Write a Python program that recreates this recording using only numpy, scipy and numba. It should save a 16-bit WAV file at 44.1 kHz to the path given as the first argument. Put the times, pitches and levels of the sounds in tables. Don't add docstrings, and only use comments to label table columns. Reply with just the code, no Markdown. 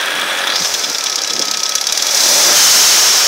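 import sys
import numpy as np
from scipy import signal
from scipy.fft import rfft, irfft
from scipy.io import wavfile
from scipy.ndimage import uniform_filter1d
from numba import njit

SR = 44100
rng = np.random.default_rng(int(sys.argv[2]) if len(sys.argv) > 2 else 0)


def undo_db(level):
    steps = np.asarray(level, float) / 20
    return 10 ** steps


def file_out(sig):
    cols = np.atleast_2d(sig).T
    lim = np.clip(cols, -1, 1)
    pcm = np.round(lim * 32767).astype(np.int16)
    wavfile.write(sys.argv[1], SR, pcm)


N = 144207
t = np.arange(N) / SR

# [t/s, firing rate f/Hz, gear level/dB, throttle/0-1]
ENGINE_RUN = [(0, 41.93, -12, 0.45), (.3, 45.84, -12.5, 0.63), (.5, 46.03, -10.5, 0.69),
              (.7, 43.76, -12, 0.07), (.9, 37.36, -12.5, 0), (1.08, 33.64, -13.5, 0.03),
              (1.8, 33.71, -15.5, 0.13), (2.0, 41.5, -12, 0.1), (2.13, 52.16, -12.5, 0.5),
              (2.3, 80.53, -11, 0.81), (2.4, 101.9, -11.5, 0.93), (2.5, 119, -2, 0.83),
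              (2.57, 115.3, -10.5, 0.47), (2.75, 105.2, -12, 0.62), (3.0, 93.05, -8, 0.19),
              (3.27, 84.3, -10, .1)]
# [f/Hz, width/Hz, level/dB]
PIPE_MODES = [(111, 180, -23), (267, 63, -3), (355, 84, 3.5), (571, 87, 10), (820, 140, -5)]
# [multiple of firing rate, level/dB]
THROB_PARTIALS = [(1, 0), (1.5, -3), (2, -3)]
# [f/Hz, level/dB]
GEAR_COLOUR = [(60, -48), (150, -15.5), (400, 4), (1000, 2.5), (2000, 4), (3500, 5), (8000, -23),
               (16000, -89)]
# [t/s, level/dB]
WHINE_LOAD = [(0, -1.5), (1.0, -0.5), (1.1, -1.5), (1.25, -8), (1.36, -1), (1.78, 0), (1.9, -6)]
# [t/s, level/dB]
AIR_FLOW = [(0, -20), (.55, -19), (.66, -13), (.9, -18.5), (1.2, -22.5), (1.9, -20), (2.09, -13),
            (2.17, -7), (2.3, -3.5), (2.46, -3), (2.52, -5.5), (2.58, 0.5), (2.85, -1), (3.1, -4),
            (3.145, -6), (3.17, -5), (3.27, -5.5)]
# [f/Hz, level/dB]
JET_COLOUR = [(110, -45), (300, 1.5), (700, 11.5), (2500, 15.5), (4000, 16), (6000, 0), (9000, 13.5),
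              (16000, 4.5)]
# [f/Hz, width/Hz, level/dB]
MOUTH_MODES = [(1370, 170, 4), (3080, 250, 7), (3880, 100, 3), (4340, 72, 2), (5180, 72, 5), (5513, 83, 7),
               (6274, 140, 7.5), (6740, 110, 5)]
# [f/Hz, width/Hz, level/dB]
BODY_MODES = [(3500, 75, 10), (4950, 71, 3), (5260, 76, 3.5), (5900, 210, 8), (6280, 140, 5.5),
              (6680, 130, 3)]
# [f/Hz, level/dB]
RUMBLE_COLOUR = [(20, -2), (70, 0), (110, -12), (200, -50)]
# [t/s, level/dB]
GRIP_THUMPS = [(.62, -52), (.75, -48), (1.4, -56), (1.924, -40)]
# [t/s, peak level/dB]
SEAT_TICKS = [(0.8976, -1.5), (0.9833, -0.5), (1.039, 2), (1.097, 2), (1.1566, 4), (1.2176, -1),
              (1.2739, -1.5), (1.3339, 0), (1.393, 4), (1.453, 0), (1.512, 3), (1.5718, 0), (1.6323, 3),
              (1.6922, 4), (1.7527, 9.5), (1.8111, 4), (1.8688, 5.5), (1.923, 8), (1.9746, 7.5),
              (2.0228, 5.5), (2.0672, 5.5), (2.109, 3), (2.1453, 5)]
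# [t/s, peak level/dB]
TAPPET_TICKS = [(0.0583, -19), (0.1733, -11), (0.3496, -7), (0.3736, -8), (0.417, -9), (0.438, -8),
                (0.5, -1), (0.5214, -3), (0.599, -4), (0.621, 0), (1.0083, -2), (1.1252, -0.5),
                (1.1854, -3.5), (1.2454, -1), (1.304, -0.5), (1.364, -0.5), (1.4213, 1.5), (1.482, 0),
                (1.5424, -3), (1.6013, 1), (1.6624, -0.5), (1.72, -2), (1.782, -2), (1.8397, -3),
                (1.8978, -10), (1.949, -3)]
# [t/s, peak level/dB]
LOOSE_RATTLES = [(0.0266, -2.5), (0.1221, -19), (0.2112, -1), (0.3007, -4), (0.384, -1.5), (0.4697, 4),
                 (0.5554, 5.5), (0.6463, 8), (0.7389, 6), (0.8365, 6), (0.9456, 6), (1.0593, 6),
                 (1.1794, 3), (1.2969, 4), (1.414, 4), (1.5372, 5), (1.6546, 3.5), (1.7744, -2),
                 (1.8883, 3.5), (1.992, 4), (2.0824, 3)]
# [t/s, peak level/dB]
BRIGHT_CRACKS = [(0.0106, -17.5), (0.0577, -20), (0.1051, -19), (0.151, -20), (0.196, -18), (0.2124, -19),
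                 (0.2408, -29), (0.2837, -27), (0.3014, -24), (0.3276, -29), (0.3715, -33), (0.3864, -21),
                 (0.4144, -31), (0.471, -17), (0.558, -14), (0.6014, -19.5), (0.6463, -28), (0.7395, -13.5),
                 (0.7932, -20), (0.8389, -22), (0.9256, -23), (0.9451, -29), (1.2354, -31), (1.2958, -32),
                 (1.4139, -29)]
# [t/s, peak level/dB]
INJECTOR_PINGS = [(0.9291, -9), (1.0086, -14), (1.118, -7), (1.2352, -4), (1.3538, -7), (1.4727, -7),
                  (1.5333, -14), (1.5932, -9), (1.7117, -9), (1.8399, -9), (1.896, -8)]
# [f/Hz, level/dB]
TICK_COLOUR = [(500, -28), (1500, 0.5), (2600, 3.5), (4000, 8), (6000, -4.5), (8000, -0.5), (11000, 4.5),
               (16000, -25)]
# [f/Hz, level/dB]
KNOCK_COLOUR = [(500, -9.5), (1500, -7), (2600, 1.5), (3500, 8.5), (5000, -12), (7000, -13.5),
                (10000, -9.5), (16000, -53)]
# [f/Hz, level/dB]
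CRACK_COLOUR = [(1500, -25), (3000, -16), (4900, -2), (6000, -4), (7500, 1), (11000, -2), (16000, -1)]
# [f/Hz, width/Hz, level/dB]
SHELL_MODES = [(3430, 480, -6), (3686, 140, -2.5), (5200, 160, 8)]
# [t/s, length/s, level/dB, f/Hz]
AIR_PUFFS = [(0.207, 0.18, -32, 236), (0.619, 0.044, -28, 172), (0.884, 0.062, -30, 300),
             (1.347, 0.083, -26, 300.5), (1.409, 0.074, -24, 372), (1.496, 0.13, -30.5, 259),
             (1.574, 0.033, -38, 184), (0.74, 0.13, -34, 60.8), (2.51, 0.036, -27, 300)]
# [f/Hz, width/Hz, level/dB]
BAY_MODES = [(570, 90, 4), (760, 80, 4), (910, 70, 4), (1290, 120, 5), (1665, 80, 6), (2350, 100, 4),
             (3390, 100, 7), (3935, 110, 7), (4880, 120, 5), (5300, 90, 4), (5620, 100, 6), (5900, 90, 5),
             (6320, 100, 5), (6740, 90, 4)]
# [f/Hz, width/Hz, level/dB]
GAP_MODES = [(5300, 120, 4), (9570, 110, 7), (11300, 150, 4), (3320, 220, 3), (5600, 3000, 5),
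             (10500, 5000, -4)]
# [t/s, f/Hz]
SLIT_GLIDE = [(.22, 7950), (.305, 7900), (.315, 6950), (.37, 6700), (.41, 6300), (.45, 4600)]

EXHAUST_DB, ROAR_DB, THROB_DB = -37, 24.5, -27
WHINE_DB, WHINE_ORDER = -23.5, 38
VALVE_OPENS_S, MOUTH_RISE_PER_S = 2.54, 0.015
RUMBLE_DB = -72
SEAT_DB, TAPPET_DB, RATTLE_DB, CRACK_DB = -8, -8.5, -13, 5.5
PING_DB, SPIT_DB, SHELL_DB = -11, -20, -10
REBOUND_S, REBOUND_DB = 0.0071, -2.5
FAST_FROM_S, FAST_TICK_DB, MERGE_DB_PER_S = 2.17, -3.5, -45
UNCOVER_S, SLIDE_S, SLIDE_POWER = 0.44, 0.16, 2.15
CAVITY_HZ, CAVITY_DB, SLIT_DB = 1560, 8, 13
COVERED_HZ, OPEN_HZ, PORT_SHARP = 3300, 5852, 2.216
PORT_DB, COVERED_PORT_DB, LEAK_DB, LEAK_GROWS_DB = 16, -44, 0.5, 27
DRIVE_DB, CLIP, KNEE, SAG, SAG_S, TOP_HZ = -10, 0.7, 6, 0.42, 0.04, 15700


def curve(table, col):
    rows = np.array(table)
    return np.interp(t, rows[:, 0], rows[:, col])


def unit(x):
    return x / np.sqrt(np.mean(x ** 2))


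@njit
def svf(x, hz, k):
    band, low = np.empty(len(x)), np.empty(len(x))
    b, l = 0., 0.
    for i in range(len(x)):
        g = np.tan(np.pi * hz[i] / SR)
        v = (b + g * (x[i] - l)) / (1 + g * (g + k))
        band[i], low[i] = k * v, l + g * v
        b, l = 2 * v - b, l + 2 * g * v
    return band, low


def ring(x, hz, width_hz):
    return svf(x, hz + 0 * t, 1. * width_hz / np.mean(hz))[0]


def resonate(x, modes, share=1, bend=1):
    return x + share * sum((undo_db(db) - 1) * ring(x, f * bend, w) for f, w, db in modes)


def noise(colour):
    f = np.arange(N // 2 + 1) * SR / N + 1
    c = np.array(colour)
    gain = undo_db(np.interp(np.log(f), np.log(c[:, 0]), c[:, 1]))
    return unit(irfft(rfft(rng.standard_normal(N)) * gain, N))


def walk(rate_hz):
    k = int(SR / rate_hz)
    steps = np.repeat(rng.standard_normal(N // k + 1), k)
    return 0.83 * uniform_filter1d(uniform_filter1d(steps, k), k)[:N]


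def bursts(rows, rise_s, hold_s, fall_s):
    env, u = np.zeros(N), np.arange(3000) / SR
    shape = np.clip(u / rise_s, 0, 1) * np.exp(-np.maximum(u - rise_s - hold_s, 0) / fall_s)
    for s, db in rows:
        i = int(s * SR)
        env[i:i + len(u)] += (undo_db(db) * shape)[:N - i]
    return env


def exhaust(phase, throttle):
    count = phase.astype(int)
    size = undo_db(1.2 * rng.standard_normal(N // 100)[count] - 3.4 * (count % 2))
    pulse = 30 * np.diff(count, prepend=0)
    rush = 0.53 * np.exp(-(phase % 1) / 1.4) * rng.standard_normal(N)
    gas = size * (pulse + rush)
    pipes = unit(sum(undo_db(db) * ring(gas, f, w) for f, w, db in PIPE_MODES))
    return pipes * undo_db(EXHAUST_DB + ROAR_DB * throttle)


def throb(phase, hz, throttle):
    tone = sum(undo_db(db) * np.sin(2 * np.pi * m * phase) for m, db in THROB_PARTIALS)
    level_db = THROB_DB + 8 * np.log2(hz / 110) + 9 * (throttle - 0.8)
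    return ring(tone * undo_db(level_db), 115, 70)


def running_gear(phase):
    beat_db = -5. * (2 * phase % 1) + 2. * walk(90) + 0.5 * walk(21)
    return undo_db(curve(ENGINE_RUN, 2) + beat_db) * noise(GEAR_COLOUR)


def alternator(phase):
    tone = np.sin(2 * np.pi * WHINE_ORDER * phase + 1.2 * walk(25))
    level_db = WHINE_DB + curve(WHINE_LOAD, 1) + 1.2 * walk(8.5)
    return ring(tone * undo_db(level_db), 1320, 410)


def fast_ticks(phase):
    at_s = t[np.flatnonzero(np.diff(phase.astype(int) // 2))]
    rows = [(s, FAST_TICK_DB + MERGE_DB_PER_S * (s - FAST_FROM_S)) for s in at_s if s > FAST_FROM_S]
    return bursts(rows, 0.00054, 0.0034, 0.0059) * noise(TICK_COLOUR)


def engine():
    hz, throttle = curve(ENGINE_RUN, 1), curve(ENGINE_RUN, 3)
    phase = np.cumsum(hz) / SR
    steady = exhaust(phase, throttle) + throb(phase, hz, throttle) + running_gear(phase)
    return steady + alternator(phase) + fast_ticks(phase)


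def blow_off():
    jet = undo_db(curve(AIR_FLOW, 1) + 0.15 * walk(25.3) + 0.76 * walk(150)) * noise(JET_COLOUR)
    lift = np.clip((t - VALVE_OPENS_S) / 0.012, 0, 1)
    bend = 1 + MOUTH_RISE_PER_S * (t - 2.9) + 0.0063 * walk(8.9)
    late = np.clip((t - 2.95) / 0.2, 0, 1)
    jet = resonate(jet, [(5530, 200, 3.8)], late)
    jet = resonate(jet, MOUTH_MODES, lift, bend)
    return resonate(jet, BODY_MODES, 1 - 0.56 * lift)


def handling():
    thumps = sum(undo_db(db) * np.exp(-((t - s) / 0.005) ** 2) for s, db in GRIP_THUMPS)
    return undo_db(RUMBLE_DB + 5 * walk(11.5)) * noise(RUMBLE_COLOUR) + thumps


def valve_seats():
    seats = undo_db(SEAT_DB) * bursts(SEAT_TICKS, 0.0001, 0.001, 0.0045) * noise(TICK_COLOUR)
    cracks = undo_db(CRACK_DB) * bursts(BRIGHT_CRACKS, 0.00039, 0.0017, 0.0035) * noise(CRACK_COLOUR)
    spit_noise = noise([(6000, -33), (9000, 0), (16000, 2)])
    spits = undo_db(SPIT_DB) * bursts(SEAT_TICKS, 0.0002, 0.003, 0.004) * spit_noise
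    return seats + cracks + spits


def loose_part():
    strikes = LOOSE_RATTLES + [(s + REBOUND_S, db + REBOUND_DB) for s, db in LOOSE_RATTLES]
    knocks = undo_db(RATTLE_DB) * bursts(strikes, 0.0014, 0.0018, 0.0037) * noise(KNOCK_COLOUR)
    shell = sum(undo_db(db + SHELL_DB) * ring(knocks, f, w) for f, w, db in SHELL_MODES)
    return knocks + 3 * shell


def tappets():
    colour = 0.3 * noise(TICK_COLOUR) + 1.4 * noise(KNOCK_COLOUR)
    return undo_db(TAPPET_DB) * bursts(TAPPET_TICKS, 0.0002, 0.0015, 0.0045) * colour


def injectors():
    click = unit(ring(rng.standard_normal(N), 5140, 1400))
    return undo_db(PING_DB) * bursts(INJECTOR_PINGS, 0.001, 0.00093, 0.002) * click


def buffets():
    grain_db = 4 * walk(70)
    total = np.zeros(N)
    for s, length_s, db, f in AIR_PUFFS:
        puff = unit(ring(ring(rng.standard_normal(N), f, f), f, f))
        total += undo_db(db + grain_db) * np.exp(-((t - s) / length_s * 2) ** 2) * puff
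    return total


def scene():
    metal = engine() + valve_seats() + loose_part() + tappets() + injectors()
    bay = 0.89 * resonate(metal, BAY_MODES) + blow_off() + undo_db(5.0) * buffets()
    return np.tile(bay, (2, 1))


def finger_on_port(x):
    open_ = np.clip((t - UNCOVER_S) / SLIDE_S, 0, 1)
    y = resonate(x, [(CAVITY_HZ, 800, CAVITY_DB)] + GAP_MODES, 1 - open_)
    rolling = (t < SLIT_GLIDE[-1][0]) * (t > SLIT_GLIDE[0][0])
    y = y + rolling * undo_db(SLIT_DB) * svf(x, curve(SLIT_GLIDE, 1), 0.015)[0]
    hz = COVERED_HZ + (OPEN_HZ - COVERED_HZ) * open_
    port = svf(svf(y, hz, 1 / PORT_SHARP)[0], hz, 1 / PORT_SHARP)[0]
    y = y + (undo_db(COVERED_PORT_DB) + undo_db(PORT_DB) * open_ ** SLIDE_POWER) * port
    leak = ring(ring(x, OPEN_HZ, 2200), OPEN_HZ, 2400)
    return y + undo_db(LEAK_DB + LEAK_GROWS_DB * open_) * (1 - open_) * leak


def preamp(x):
    x = x * undo_db(DRIVE_DB)
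    top = CLIP - SAG * uniform_filter1d(np.minimum(np.abs(x), CLIP), int(SAG_S * SR))
    return x / (1 + np.abs(x / top) ** KNEE) ** (1 / KNEE)


def roll_off(x):
    return signal.sosfilt(signal.butter(12, 16580, fs=SR, output="sos"), x)


def record(dry):
    x = preamp(finger_on_port(dry[0]))
    x = signal.sosfilt(signal.butter(4, 125, "high", fs=SR, output="sos"), x) + handling()
    x = signal.sosfilt(signal.ellip(10, 0.2, 70, TOP_HZ, fs=SR, output="sos"), x)
    return roll_off(np.tile(x, (2, 1)))


dry = scene()
out = record(dry)
file_out(out)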